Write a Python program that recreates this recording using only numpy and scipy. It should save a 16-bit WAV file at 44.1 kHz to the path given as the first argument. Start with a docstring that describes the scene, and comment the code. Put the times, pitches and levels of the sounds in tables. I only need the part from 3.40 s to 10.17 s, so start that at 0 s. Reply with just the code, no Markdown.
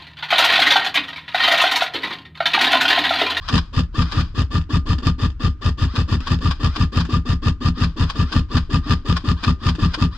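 """Five or six dry shots a second: an electric airsoft rifle fires from the doorway of a wooden hut.
In each shot the motor winds the gears up, the piston slams home, the stock thumps and the spring rings.
A second electric gun whirs and cracks a few steps away; small knocks fall between the shots.
Whines are swept partials, rings and thumps are struck resonators, rattles and cracks are coloured noise.
A short wooden tail follows the guns, over faint outdoor air."""
import sys
import numpy as np
from scipy import signal
from scipy.fft import rfft, irfft
from scipy.io import wavfile

SR = 44100
rng = np.random.default_rng(int(sys.argv[2]) if len(sys.argv) > 2 else 0)


def to_wav(s):
    """Save 16-bit WAV."""
    ch = np.atleast_2d(s).T  # columns
    pcm = np.round(np.clip(ch, -1, 1) * 32767)  # PCM
    wavfile.write(sys.argv[1], SR, pcm.astype(np.int16))


N = 298557
TIME = np.arange(N) / SR
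HZ = np.maximum(np.fft.rfftfreq(2 * N, 1 / SR), 1)

# shots of the near rifle: (piston release [s], firmness [dB], clatter [dB])
SHOTS = [(0.1309, 1.7, 8), (0.3683, -3.6, 4.1), (0.5819, 0, -0.5), (0.7694, -2, -1.7), (0.9823, -7, 0.1),
         (1.1445, -2.3, -1.5), (1.332, 2.4, 1.5), (1.4952, -1.5, -0.3), (1.6609, 0.8, 0.5),
         (1.8244, -2.5, -1.3), (2.0386, -2, -2.0), (2.2524, -3, 0), (2.4153, -6, -1.8),
         (2.5786, -2.4, -2.7), (2.7174, -6, -1), (2.9074, -2.5, -0.5), (3.0483, -0.5, 0.7),
         (3.236, -1.0, 1.5), (3.401, 1.6, 1.5), (3.5635, -0.0, 3), (3.73, 2.5, -0.2), (3.8938, -1.8, 1.5),
         (4.0596, 0, -0.4), (4.2487, 1.5, 0.5), (4.4119, -1, -2.2), (4.6009, -1.7, 0.8), (4.7896, 2, -1),
         (4.955, -0.5, 3), (5.1445, -1.7, -2), (5.3343, 2.5, 1.6), (5.4988, 2.3, 3.1), (5.6886, 1.5, 0.5),
         (5.8792, 0.8, 1.5), (6.0692, 4, 1.6), (6.258, 0, 0.5), (6.4235, 3.5, 1), (6.6141, 3.5, 2.5)]
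# colour of the hard body, upper part: (frequency [Hz], relative level per Hz [dB])
SHELL = [(820, -32), (1400, 2), (1530, -7), (1740, 5.5), (2150, -14), (2620, 0.5), (3290, -2.5), (3590, 1),
         (4050, -12), (4890, -0.5), (5450, -13), (7560, -18), (8270, -27.5), (10800, -35), (15000, -81)]
# colour of the hard body, lower part: (frequency [Hz], relative level per Hz [dB])
SHELL_LOW = [(60, -7), (170, 9.5), (250, 18.5), (330, 5), (430, 5.5), (650, -5), (820, -3), (1000, 2),
             (1200, 3)]
# stereo balance of the body's rattle: (frequency [Hz], left minus right [dB])
EARS = [(60, -1), (87, 14), (130, -3), (180, 14.5), (260, -3), (380, 10), (550, 2), (790, -4.5),
        (1140, 7.5), (1650, -2), (2380, 5.5), (3440, 10), (4970, -23.5), (7180, 8.5), (10400, 8),
        (15000, 0)]

# every shot runs alike: the piston flies, slams home and bounces, the motor brakes
FLIGHT_S, BOUNCE_S = .0067, .0147   # flight counts from the release, bounce from the slam
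BRAKE_S = .034   # after the release


def from_db(db):
    """Decibels to gain."""
    return 10 ** (np.asarray(db) / 20)


def at_hz(points):
    """A table read on a log-frequency axis."""
    hz, value = np.transpose(points)
    order = np.argsort(hz)
    return np.interp(np.log(HZ), np.log(hz[order]), value[order])


def clicks(times, sizes):
    """One impulse at each time."""
    out = np.zeros(N)
    at = np.clip((np.asarray(times) * SR).astype(int), 0, N - 1)
    np.add.at(out, at, sizes)
    return out


def soften(x, cut_hz):
    """A double one-pole low-pass, which rounds an impulse into a soft push."""
    pole = np.exp(-2 * np.pi * cut_hz / SR)
    return signal.lfilter([(1 - pole) ** 2], [1, -2 * pole, pole * pole], x + 1e-18)


def ring(force, hz, t60):
    """Velocity of a decaying mode; a unit impulse rings it with a height near 1."""
    radius = from_db(-60 / (t60 * SR))
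    angle = 2 * np.pi * hz / SR
    force = force + 1e-15 * rng.standard_normal(N)
    return signal.lfilter([1, -1], [1, -2 * radius * np.cos(angle), radius * radius], force)


def dying(hits, t60):
    """An envelope that jumps at each hit and dies away exponentially."""
    return signal.lfilter([1], [1, -from_db(-60 / (t60 * SR))], hits + 1e-18)


def rattle(envelope, colour, ears, grain_db):
    """Noise as dense tiny contacts under an envelope, coloured by a body and spread in stereo."""
    # left-right correlation: (frequency [Hz], correlation)
    likeness = [(100, 0.98), (300, 0.82), (650, 0.27), (1200, 1), (2500, 0.17), (4500, 0.12), (9000, 0.025)]
    knots = TIME[::40]
    grain = from_db(grain_db * np.interp(TIME, knots, rng.standard_normal(len(knots))))
    grain = grain / np.sqrt(np.mean(grain ** 2))
    mid, side = rfft(rng.standard_normal((2, N)) * envelope * grain, 2 * N)
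    alike = np.clip(at_hz(likeness), -1, 1)
    both = np.sqrt(1 + alike) * mid + np.sqrt(1 - alike) * side * [[1], [-1]]
    # colour and balance keep the overall power
    gain = from_db(at_hz(colour))
    gain = gain / np.sqrt(np.mean(gain ** 2))
    pan = from_db(at_hz(ears) * [[.5], [-.5]])
    pan = pan / np.sqrt(np.mean(pan ** 2, axis=0))
    return irfft(both * gain * pan)[:, :N]


def place(x, pan_db):
    """A source in stereo: it reaches the right three samples before the left; positive pan lifts the left."""
    late_left = np.pad(x, (3, 0))[:N]
    return np.array([late_left, x]) * from_db([[pan_db / 2], [-pan_db / 2]])


def outdoor_air(level_db, ears):
    """Smooth, faint outdoor noise with a low rumble."""
    # colour of the air: (frequency [Hz], relative level per Hz [dB])
    air_colour = [(13, -44), (22, 16), (89, 6.5), (257, -18), (686, -48), (1220, -26), (2160, -38.5),
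                  (2610, -39), (4900, -45), (15000, -79)]
    return rattle(from_db(level_db), air_colour, ears, grain_db=0)


def gears(times, wind_s, overrun_s, attack_s, stop_t60, start_hz, top_hz, spin_up_s, coast_s,
          whine_db, loaded_whine_db, free_whine_db, grind_db, loaded_grind_db, speed_spread, wobble):
    """As each shot cocks the spring, teeth whine less and grind more; returns whine and grind envelope."""
    # partials of the gear whine: (multiple of the tooth rate, relative level [dB])
    partials = [(1, -1.5), (1.5, -10), (3, -9.5), (4, -10.5)]
    whine, grind = np.zeros(N), np.zeros(N)
    for at, (fast, slow) in zip(times, rng.standard_normal((len(times), 2))):
        wind = wind_s * (1 + .05 * slow)
        on = np.flatnonzero((TIME > at - wind) & (TIME < at + overrun_s + stop_t60))
        t = TIME[on] - at + wind
        load = np.minimum(t / wind, 1) ** 2
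        coasting = np.maximum(t - wind - overrun_s, 0)
        # the pitch spins up, then falls as the motor coasts
        tooth_hz = top_hz + (start_hz - top_hz) * np.exp(-t / spin_up_s)
        tooth_hz = tooth_hz * np.exp(-coasting / coast_s)
        shake = np.interp(np.arange(len(on)) / 100, np.arange(300), rng.standard_normal(300))
        phase = 2 * np.pi * np.cumsum(tooth_hz * (1 + speed_spread * fast + wobble * shake)) / SR
        drive = np.minimum(t / attack_s, 1) * np.exp(-np.log(1000) * coasting / stop_t60)
        # after the release the teeth whine free of the spring
        tone_db = np.where(t < wind, whine_db + load * (loaded_whine_db - whine_db), free_whine_db)
        tone = sum(from_db(db) * np.sin(k * phase) for k, db in partials)
        whine[on] += drive ** 2 * from_db(tone_db) * tone
        # grinding pulses once a tooth
        grind_gain = from_db(grind_db + load * (loaded_grind_db - grind_db))
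        grind[on] += drive * grind_gain * (1 + .5 * np.cos(phase))
    return whine, grind


def second_gun():
    """A rising whir of swept partials, then noise bursts: the piston's release click, crack and rebound."""
    # shots of the second gun: (time [s], level [dB])
    cracks = [(0.0857, -10.5), (0.1771, -9.5), (0.6174, -15), (0.7194, -15), (0.8028, -16), (2.559, -13),
              (2.8696, -14.5), (3.109, -13.5), (3.358, -14), (3.6034, -13.5), (4.4344, -13.5),
              (4.6974, -14), (4.9247, -12.5), (5.1714, -13.5), (5.5124, -16), (5.7654, -12.5),
              (6.0367, -10.5), (6.287, -12), (6.54, -11.5)]
    # colour of the crack: (frequency [Hz], relative level per Hz [dB])
    crack_colour = [(290, -26), (500, -13), (847, -9), (1130, 2), (1370, -7.5), (1520, -0.5), (2230, -18),
                    (2430, -4), (2640, -12.5), (3180, -5), (4540, -10.5), (4940, -3.5), (5380, -17),
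                    (10700, -42.5), (15000, -60)]
    # stereo balance of the crack: (frequency [Hz], left minus right [dB])
    crack_ears = [(60, -8), (110, -4), (200, 5), (380, -4), (700, 3.5), (1290, 3), (2380, 8), (4400, -1.5),
                  (8120, 2), (15000, 13)]
    times, level_db = np.transpose(cracks)
    # one more shot is due just past the end, so only its whir is heard
    whine, grind = gears(
        [*times, 6.795], wind_s=.092, overrun_s=0.0118, attack_s=0.031, stop_t60=0.33,
        start_hz=858, top_hz=1724, spin_up_s=.07, coast_s=.14,
        whine_db=-36, loaded_whine_db=-54, free_whine_db=-67,
        grind_db=-22.5, loaded_grind_db=-13.5, speed_spread=0.0385, wobble=0.039)
    hits = np.zeros(N)
    for delay_s, db in [(-.006, -13), (0, -5.5), (.0065, -14)]:   # release, crack, rebound
        hits = hits + clicks(times + delay_s, from_db(level_db + db))
    crack = from_db(-5.5) * soften(dying(hits, t60=0.055), 180)
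    envelope = np.hypot(from_db(-28) * grind, crack)
    return rattle(envelope, crack_colour, crack_ears, grain_db=1.5) + place(whine, pan_db=3.0)


def grip_growl(attack_hz, t60, firm_share):
    """The motor's starting jolt sets the grip's modes growling, more so in a firm shot."""
    # modes of the grip: (frequency [Hz], relative level [dB], t60 [s])
    grip_modes = [(256, -45.5, 0.14), (297.4, -42.5, 0.11), (371, -50.5, .08)]
    times, firm_db, _ = np.transpose(SHOTS)
    jolts = clicks(times - .044, from_db(firm_share * firm_db))   # the motor starts before the release
    shake = soften(dying(jolts, t60), attack_hz) * rng.standard_normal(N)
    return sum(from_db(db) * ring(soften(shake, 382), hz, decay) for hz, db, decay in grip_modes)


def shell_sound(envelope):
    """Contacts inside the rifle: a broad noise rattle, and the narrow rings of its metal parts."""
    # rings of barrel and handguard: (frequency [Hz], relative level [dB], t60 [s], left minus right [dB])
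    metal = [(363, -43, 0.052, 16), (1700, -54, 0.033, 1), (2550, -71, 0.046, 6), (2960, -55, 0.03, 9),
             (3100, -34.5, 0.025, 5), (3630, -46.5, 0.028, -12), (4220, -43.5, 0.046, 21.5),
             (4960, -39.5, 0.055, -8), (5066, -41.5, 0.03, -13)]
    rings = 0
    for hz, db, t60, pan_db in metal:
        scrape = envelope * rng.standard_normal(N)
        rings = rings + place(from_db(db) * ring(scrape, hz, t60), pan_db)
    return rings + rattle(envelope, np.vstack([SHELL_LOW, SHELL[1:]]), EARS, grain_db=2.0)


def stock_thump(tempo_spread, jitter_s, spread_db):
    """Recoil and brake push the stock back, the piston forward; firm shots pass on more upper modes."""
    # low modes; close pairs trade energy in their boom: (frequency [Hz], relative level [dB], t60 [s])
    stock_modes = [(58.9, 3, .098), (60.6, 6.7, .065), (88.9, 1.5, .031), (167.7, 5.2, .082),
                   (164.6, 5, .103), (236, -14.4, .077), (270, -20, .103)]
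    slam_db, slam_hz = 3, 164   # how hard and how softly the piston lands
    times, firm_db, _ = np.transpose(SHOTS)
    tempo = 1 + tempo_spread * rng.standard_normal(len(times))

    def push(delay_s, db, softness_hz):
        """The same push in every shot, a little uneven in time and strength."""
        late, strength = rng.standard_normal((len(times), 2)).T
        at = times + delay_s * tempo + jitter_s * late
        return soften(clicks(at, from_db(db + spread_db * strength)), softness_hz)

    recoil = push(0, db=18, softness_hz=36.7)
    brake = push(BRAKE_S, db=-0.03, softness_hz=209)
    slam = push(FLIGHT_S, slam_db, slam_hz)
    bounce = push(FLIGHT_S + BOUNCE_S, slam_db - 9.5, slam_hz)
    settle = push(.0516, db=4, softness_hz=79.4)
    force = slam + bounce - recoil - brake + settle
    firm_force = force * from_db(np.interp(TIME, times, firm_db))
    modes = 0
    for k, (hz, db, t60) in enumerate(stock_modes):
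        sign = (-1) ** (k + 1)   # neighbours in the table move in opposite senses
        modes = modes + sign * from_db(db) * ring(firm_force if hz > 130 else force, hz, t60)
    # a low sway near 38 Hz follows each release
    sway = from_db(-21) * ring(soften(clicks(times, 1), 77), hz=38.5, t60=0.16)
    return modes + sway


def spring_ring(delay_s, spread_db, swell_t60):
    """The piston's arrival rings each mode unevenly; the ring swells as the spring is shaken."""
    # modes of spring and gearbox: (frequency [Hz], relative level [dB], t60 [s])
    spring_modes = [(963, -26.5, 0.049), (1192, -20.5, 0.097), (1210, -37.5, 0.27), (1130, -45, 0.041),
                    (1780, -52, 0.039), (2560, -17.5, 0.018)]
    times, firm_db, _ = np.transpose(SHOTS)
    out = 0
    for hz, db, t60 in spring_modes:
        strike_db = db + firm_db + spread_db * rng.standard_normal(len(times))
        force = soften(clicks(times + delay_s, from_db(strike_db)), 2460)
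        # taking away a copy with its own decay shapes the swell
        out = out + ring(force, hz, t60) - ring(force, hz, swell_t60)
    return out


def rifle():
    """Gear whine and grinding, hard clacks with a rattling tail, spring ring, growl and thump."""
    times, _, clatter_db = np.transpose(SHOTS)
    whine, grind = gears(
        times, wind_s=.043, overrun_s=.031, attack_s=0.017, stop_t60=0.14,
        start_hz=723.4, top_hz=1220, spin_up_s=.008, coast_s=0.13,
        whine_db=-28, loaded_whine_db=-42.5, free_whine_db=-32,
        grind_db=-11, loaded_grind_db=-4.5, speed_spread=0.01198, wobble=0.015)
    # the last tooth lets go of the piston, then slam, bounce and brake clack, each softer than the last
    hits = clicks(times - .004, from_db(-4 + clatter_db))
    for k, delay_s in enumerate((FLIGHT_S, FLIGHT_S + BOUNCE_S, BRAKE_S)):
        clack_db = 1.37 + clatter_db - k * 2.8 + 2.6 * rng.standard_normal(len(times))
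        hits = hits + clicks(times + delay_s + .0022, from_db(clack_db))
    tail = from_db(-26.0) * dying(hits, t60=0.044)
    snap = from_db(-33.0) * dying(hits, t60=0.0021)
    shell = shell_sound(np.hypot(from_db(-26.5) * grind, tail + snap))
    spring = from_db(6) * spring_ring(delay_s=.008, spread_db=0.84, swell_t60=0.027)
    thump = from_db(0.33) * stock_thump(tempo_spread=0.012, jitter_s=0.00027, spread_db=0.47)
    growl = from_db(-10) * grip_growl(attack_hz=150, t60=0.43, firm_share=0.91)
    return shell + place(whine + spring, pan_db=4) + place(thump + growl, pan_db=1.5)


def knocks():
    """Short dry knocks of hard plastic: dying bursts of body-coloured noise."""
    # light knocks: (time [s], level [dB])
    knock_table = [(0.435, -32), (1.2141, -30.5), (1.584, -22), (1.9027, -32), (2.805, -23.5),
                   (2.9877, -29.5), (3.6507, -21.5), (6.3505, -22)]
    times, level_db = np.transpose(knock_table)
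    envelope = dying(clicks(times, from_db(level_db - 8.5)), t60=0.096)
    return rattle(envelope, np.vstack([SHELL_LOW, SHELL[1:]]), EARS, grain_db=4.5)


def hut(x):
    """A short diffuse noise tail from the boards; the bass escapes through the open door."""
    t = TIME[:SR // 2]
    t60_s, cut_hz, level_db = 0.14, 1470, -26.5
    tail = soften(rng.standard_normal((2, len(t))), cut_hz) * from_db(-60 * t / t60_s) * (t > .005)
    tail = signal.sosfilt(signal.butter(2, 220, "high", fs=SR, output="sos"), tail)
    tail = tail / np.sqrt(np.sum(tail ** 2, axis=1, keepdims=True))
    return from_db(level_db) * signal.fftconvolve(x, tail, axes=1)[:, :N]


def scene():
    """Both guns and the knocks in the hut over faint outdoor air."""
    guns = rifle() + second_gun() + knocks()
    air = outdoor_air(level_db=-34.5, ears=[(100, 1.3), (5000, 0.2)])
    return guns + hut(guns) + air


def record(dry):
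    """A steep low-pass cuts the top above 15.2 kHz."""
    return signal.sosfilt(signal.ellip(10, .1, 70, 15200, fs=SR, output="sos"), dry)


dry = scene()
out = record(dry)
to_wav(out)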